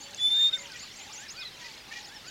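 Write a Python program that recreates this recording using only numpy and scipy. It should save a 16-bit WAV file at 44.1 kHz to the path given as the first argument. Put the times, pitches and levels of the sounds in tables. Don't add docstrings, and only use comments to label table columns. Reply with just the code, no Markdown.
import sys
import numpy as np
from scipy import signal
from scipy.fft import rfft, irfft
from scipy.io import wavfile
from scipy.ndimage import uniform_filter1d

SR = 44100
rng = np.random.default_rng(int(sys.argv[2]) if len(sys.argv) > 2 else 0)


def pcm_store(signal):
    levels = np.round(np.clip(np.atleast_2d(signal), -1, 1) * 32767)
    wavfile.write(sys.argv[1], SR, levels.astype(np.int16).T)


def boost(x):
    u = np.asarray(x, float) / 20
    return 10 ** u


N = 101430

# frequency in hertz, relative level in dB.
CHORUS_SPECTRUM = [(1200, -26), (2000, -3.5), (4500, 0.5), (7100, -4.5), (9000, -33)]


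def unit_rms(x):
    return x / np.sqrt(np.mean(x ** 2) + 1e-20)


def at_hz(points, hz):
    f, d = np.transpose(points)
    return np.interp(np.log(hz), np.log(f), d, -120, -120)


def drift(rate):
    knots = rng.standard_normal(600)
    return np.interp(np.arange(N) / SR * rate, np.arange(600), knots)


def coloured(points):
    hz = np.arange(N // 2 + 1) * SR / N + 1
    spectrum = rfft(rng.standard_normal(N)) * boost(at_hz(points, hz))
    return unit_rms(irfft(spectrum, N))


def band(x, edges, order):
    return signal.sosfilt(signal.butter(order, edges, "band", fs=SR, output="sos"), x)


def add(out, s, hz, db, multiple=1):
    n = np.arange(max(int(s[0] * SR), 0), min(int(s[-1] * SR), N))
    t = n / SR

    def soft(values):
        return uniform_filter1d(np.interp(t, s, values), size=131, mode="nearest")

    edge = np.clip(np.minimum(t - s[0], s[-1] - t) / .003, 0, 1)
    phase = multiple * (2 * np.pi * np.cumsum(soft(hz)) / SR) + rng.uniform(0, 2 * np.pi)
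    out[n] += np.sqrt(2) * edge * boost(soft(db)) * np.sin(phase)


def swell(count):
    return np.r_[-7, np.zeros(count - 2), -7] + rng.normal(0, 1, count)


def glide(out, start, length, from_hz, to_hz, db):
    share = np.linspace(0, 1, 5)
    add(out, start + length * share, from_hz + (to_hz - from_hz) * share, db + swell(5))


def air():
    # frequency in hertz, relative level in dB.
    air_spectrum = [(18, -1.5), (142, 3.5), (900, -2.5), (4300, -3), (9200, -15), (16000, -21)]
    return boost(-51.5) * coloured(air_spectrum)


def chorus():
    # time in seconds, level in dB.
    chorus_level = [(0, -48.5), (.6, -43.5), (1.53, -50), (1.62, -44.5), (1.8, -49.5), (2.3, -48.5)]
    twitters_per_s, twitter_s, twitter_slide, spread_db = 650, 0.011, 0.3, 9
    twitter_db, wash_db, flicker_db = -3, -5, 3
    twitters, draws = np.zeros(N), rng.random((2500, 5))
    starts = np.cumsum(-np.log(1 - draws[:, 0])) / twitters_per_s
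    share = np.array([0, .5, 1])
    for start, (_, pitch, slide, level, length) in zip(starts, draws):
        if start < N / SR:
            hz = 1500 * 5 ** pitch
            db = at_hz(CHORUS_SPECTRUM, hz) + spread_db * level + np.array([-10, 0, -10])
            s = start + twitter_s * (.5 + 2 * length) * share
            add(twitters, s, hz * (1 + twitter_slide * (2 * slide - 1.3) * share), db)
    blur, edges, shared = coloured(CHORUS_SPECTRUM), np.geomspace(900, 11000, 8), drift(16)
    wash = sum(band(blur, pair, 2) * boost(flicker_db * (shared + drift(23)))
               for pair in zip(edges, edges[1:]))
    s, db = np.transpose(chorus_level)
    loudness = boost(np.interp(np.arange(N) / SR, s, db))
    return loudness * (boost(twitter_db) * unit_rms(twitters) + boost(wash_db) * wash)


def low_coo():
    # start in seconds, end in seconds.
    coo_spells = [(0, 0.24), (0.979, 1.25), (1.85, 2.2)]
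    centre_hz, width_hz, level_db = 835.4, 110, -59
    b, a = signal.iirpeak(centre_hz, centre_hz / width_hz, SR)
    t = np.arange(N) / SR
    gate = sum(1. * (t >= on) * (t < off) for on, off in coo_spells)
    gate = uniform_filter1d(gate, size=2000, mode="nearest")
    throb = boost(level_db + 1.9 * drift(15))
    once = signal.lfilter(b, a, rng.standard_normal(N))
    return gate * throb * unit_rms(signal.lfilter(b, a, once))


def ticks():
    # start in seconds, level in dB ahead of rise and decay, ring frequency in hertz.
    tick_rows = [(0.109, -39, 7160), (.146, -28.5, 6380), (0.72, -31, 4540)]
    t60_s, rise_s = 0.015, 0.00076
    out, t = np.zeros(N + 2000), np.arange(2000) / SR
    for s, db, hz in tick_rows:
        puff = band(rng.standard_normal(2000), [4000, 8800], 4)
        envelope = boost(db - 60 * t / t60_s) * np.minimum(t / rise_s, 1)
        out[int(s * SR):][:2000] += envelope * (np.sin(2 * np.pi * hz * t) + 0.7 * puff)
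    return out[:N]


def coos(out):
    # start in seconds, length in seconds, top pitch in hertz.
    coo_rows = [(.285, 0.084, 890), (0.587, .15, 1002), (1.575, 0.17, 998)]
    droop, level_db = .2, -57.5
    share = np.linspace(0, 1, 5)
    for start, length, hz in coo_rows:
        add(out, start + length * share, hz * (1 - droop * share ** 2), level_db + swell(5))


def far_glides(out):
    # start in seconds, length in seconds, first and last pitch in hertz, level in dB.
    glide_rows = [(0, 0.092, 4472, 4528, -50.5), (0.654, 0.0099, 3380, 2823, -41),
                  (1.375, 0.059, 2430, 2517, -45), (1.394, 0.091, 2210, 1900, -53.5),
                  (1.408, 0.036, 4100, 3105, -42), (1.524, 0.042, 3170, 3070, -53.5),
                  (0.018, .15, 547.4, 586.4, -61), (.5, 0.19, 565, 561.5, -61),
                  (2.055, 0.038, 6130, 7560, -54)]
    upslur_starts = [.425, .82, 1.091, 1.42, 1.88]
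    for row in glide_rows:
        glide(out, *row)
    for start in upslur_starts:
        glide(out, start, .035, 1080, 1298, -56)


def hoarse_notes(out):
    # start in seconds, length in seconds, first and last pitch in hertz, level in dB.
    warble_rows = [(0.546, 0.1, 2234, 1992, -51), (0.698, 0.054, 1617, 1424, -50.5)]
    # start in seconds, first pitch in hertz.
    peep_rows = [(2.026, 5730), (2.142, 5740), (2.261, 4980), (2.272, 7260), (2.283, 3026)]
    peep_s, peep_fall, peep_db = 0.036, .12, -51
    for row in warble_rows:
        glide(out, *row)
    for start, hz in peep_rows:
        glide(out, start, peep_s, hz, hz * (1 - peep_fall), peep_db)


def chucks(out):
    # start in seconds, length in seconds, level in dB, strongest harmonic in hertz.
    chuck_rows = [(0.74, 0.04, -49.5, 1960), (1.606, 0.03, -48, 1907), (1.643, 0.034, -45, 1969),
                  (1.909, 0.022, -45, 1818), (1.931, 0.017, -46, 2405), (1.95, 0.042, -44, 1903)]
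    usual_hz, fall_db, rasp_db = 475, 6, -5
    rasp, t = coloured(CHORUS_SPECTRUM), np.arange(N) / SR
    share = np.linspace(0, 1, 5)
    for start, length, db, top_hz in chuck_rows:
        top = round(top_hz / usual_hz)
        pitch = top_hz / top * rng.normal(1, 0.012, 5)
        puff = np.interp(t, start + length * np.array([0, .5, 2]), [0, 1, 0])
        out += boost(db + rasp_db) * rasp * puff
        for k in range(4, 10):
            loss = fall_db * max(k - top, 2 * (top - k))
            level = db - loss + swell(5) + rng.normal(0, 2, 5)
            add(out, start + length * share, pitch, level, multiple=k)


def arched_pairs(out):
    # one note as points of seconds from the start, pitch in hertz.
    arch_rows = [
        [(.005, 1425), (.045, 1640), (.082, 1870), (.108, 1550)],
        [(.16, 1210), (.208, 1530), (.24, 1540), (.268, 1158)],
    ]
    # start in seconds, level in dB.
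    pair_rows = [(0.329, -51.5), (1.176, -52), (2.075, -53.5)]
    for start, level in pair_rows:
        for s, hz in map(np.transpose, arch_rows):
            add(out, start + s, hz, level + swell(len(s)))


def motif_bird(out):
    # seconds from its low turn, pitch in hertz, level in dB.
    motif_points = [(-.04, 6100, -51), (-.021, 7680, -50), (-.011, 7450, -62.5), (-.001, 6330, -44.5),
                    (0.012, 6900, -49.5), (0.034, 7250, -45.5), (0.051, 7150, -63.5)]
    motif_starts = [.012, .201, .394, .588, .798, .997]
    # level in dB, then points of time in seconds, pitch in hertz.
    flourish_rows = [(-44.5, [(1.124, 5320), (1.137, 7100), (1.146, 7410), (1.167, 5700), (1.18, 6500),
                     (1.226, 7570)]), (-42, [(1.28, 5570), (1.296, 4920), (1.308, 6310), (1.33, 7270)]),
                     (-43.5, [(1.362, 4790), (1.39, 4400), (1.398, 5300), (1.412, 5100), (1.436, 3420)]),
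                     (-40.5, [(1.445, 3490), (1.454, 4154), (1.497, 3730)])]
    s, hz, db = np.transpose(motif_points)
    for start in motif_starts:
        add(out, start + s, hz * rng.normal(1, .004), db + rng.normal(0, 1.5, len(s)))
    for level, points in flourish_rows:
        add(out, *np.transpose(points), level + swell(len(points)))


def far_birds():
    clear, hoarse = np.zeros((2, N))
    for voice in (coos, far_glides, arched_pairs, motif_bird):
        voice(clear)
    for voice in (hoarse_notes, chucks):
        voice(hoarse)
    tremble = boost(4.5 * drift(180))
    return clear + hoarse * tremble


def bushes(x):
    t60_s = .4
    t = np.arange(SR // 2) / SR
    tail = rng.standard_normal(len(t)) * boost(-60 * t / t60_s) * (t > .01)
    return signal.fftconvolve(x, tail / np.sqrt(np.sum(tail ** 2)))[:N]


def shrike():
    # time in seconds, pitch in hertz, level of the fundamental in dB.
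    whistle = [(.16, 3500, -66), (.188, 3444, -39), (.216, 3478, -29), (.258, 3503, -21),
               (.284, 3532, -24.5), (.303, 3556, -31.5), (.318, 3560, -23), (.36, 3623, -24),
               (.46, 3634, -20), (.494, 3683, -27.5), (.508, 3630, -59)]
    # time in seconds, pitch in hertz, level of the fundamental in dB.
    dip_note = [(.52, 3810, -54), (.531, 3734, -28.5), (.54, 3622, -23), (.55, 3565, -28.5),
                (.56, 3670, -33), (0.575, 3560, -53)]
    second_db, third_db, fourth_db = -30.5, -26.5, -42
    turn_hz, loss_db_per_hz = 3609, 1.1
    out = np.zeros(N)
    for rows in (whistle, dip_note):
        s, hz, db = np.transpose(rows)
        third = third_db - loss_db_per_hz * np.maximum(hz - turn_hz, 0)
        lag = 0.69 * (db - whistle[9][2])
        for k, below in enumerate((0, second_db + lag / 2, third, fourth_db + lag)):
            add(out, s, hz, db + below, multiple=k + 1)
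    return out


def scene():
    near, far = shrike(), far_birds() + chorus()
    scatter = bushes(boost(-23) * near + boost(-12) * far)
    mix = near + far + scatter + ticks() + low_coo() + air()
    return mix[None]


def roll_off(x):
    return signal.sosfilt(signal.butter(12, 16230, fs=SR, output="sos"), x)


def record(dry):
    return roll_off(dry)


dry = scene()
out = record(dry)
pcm_store(out)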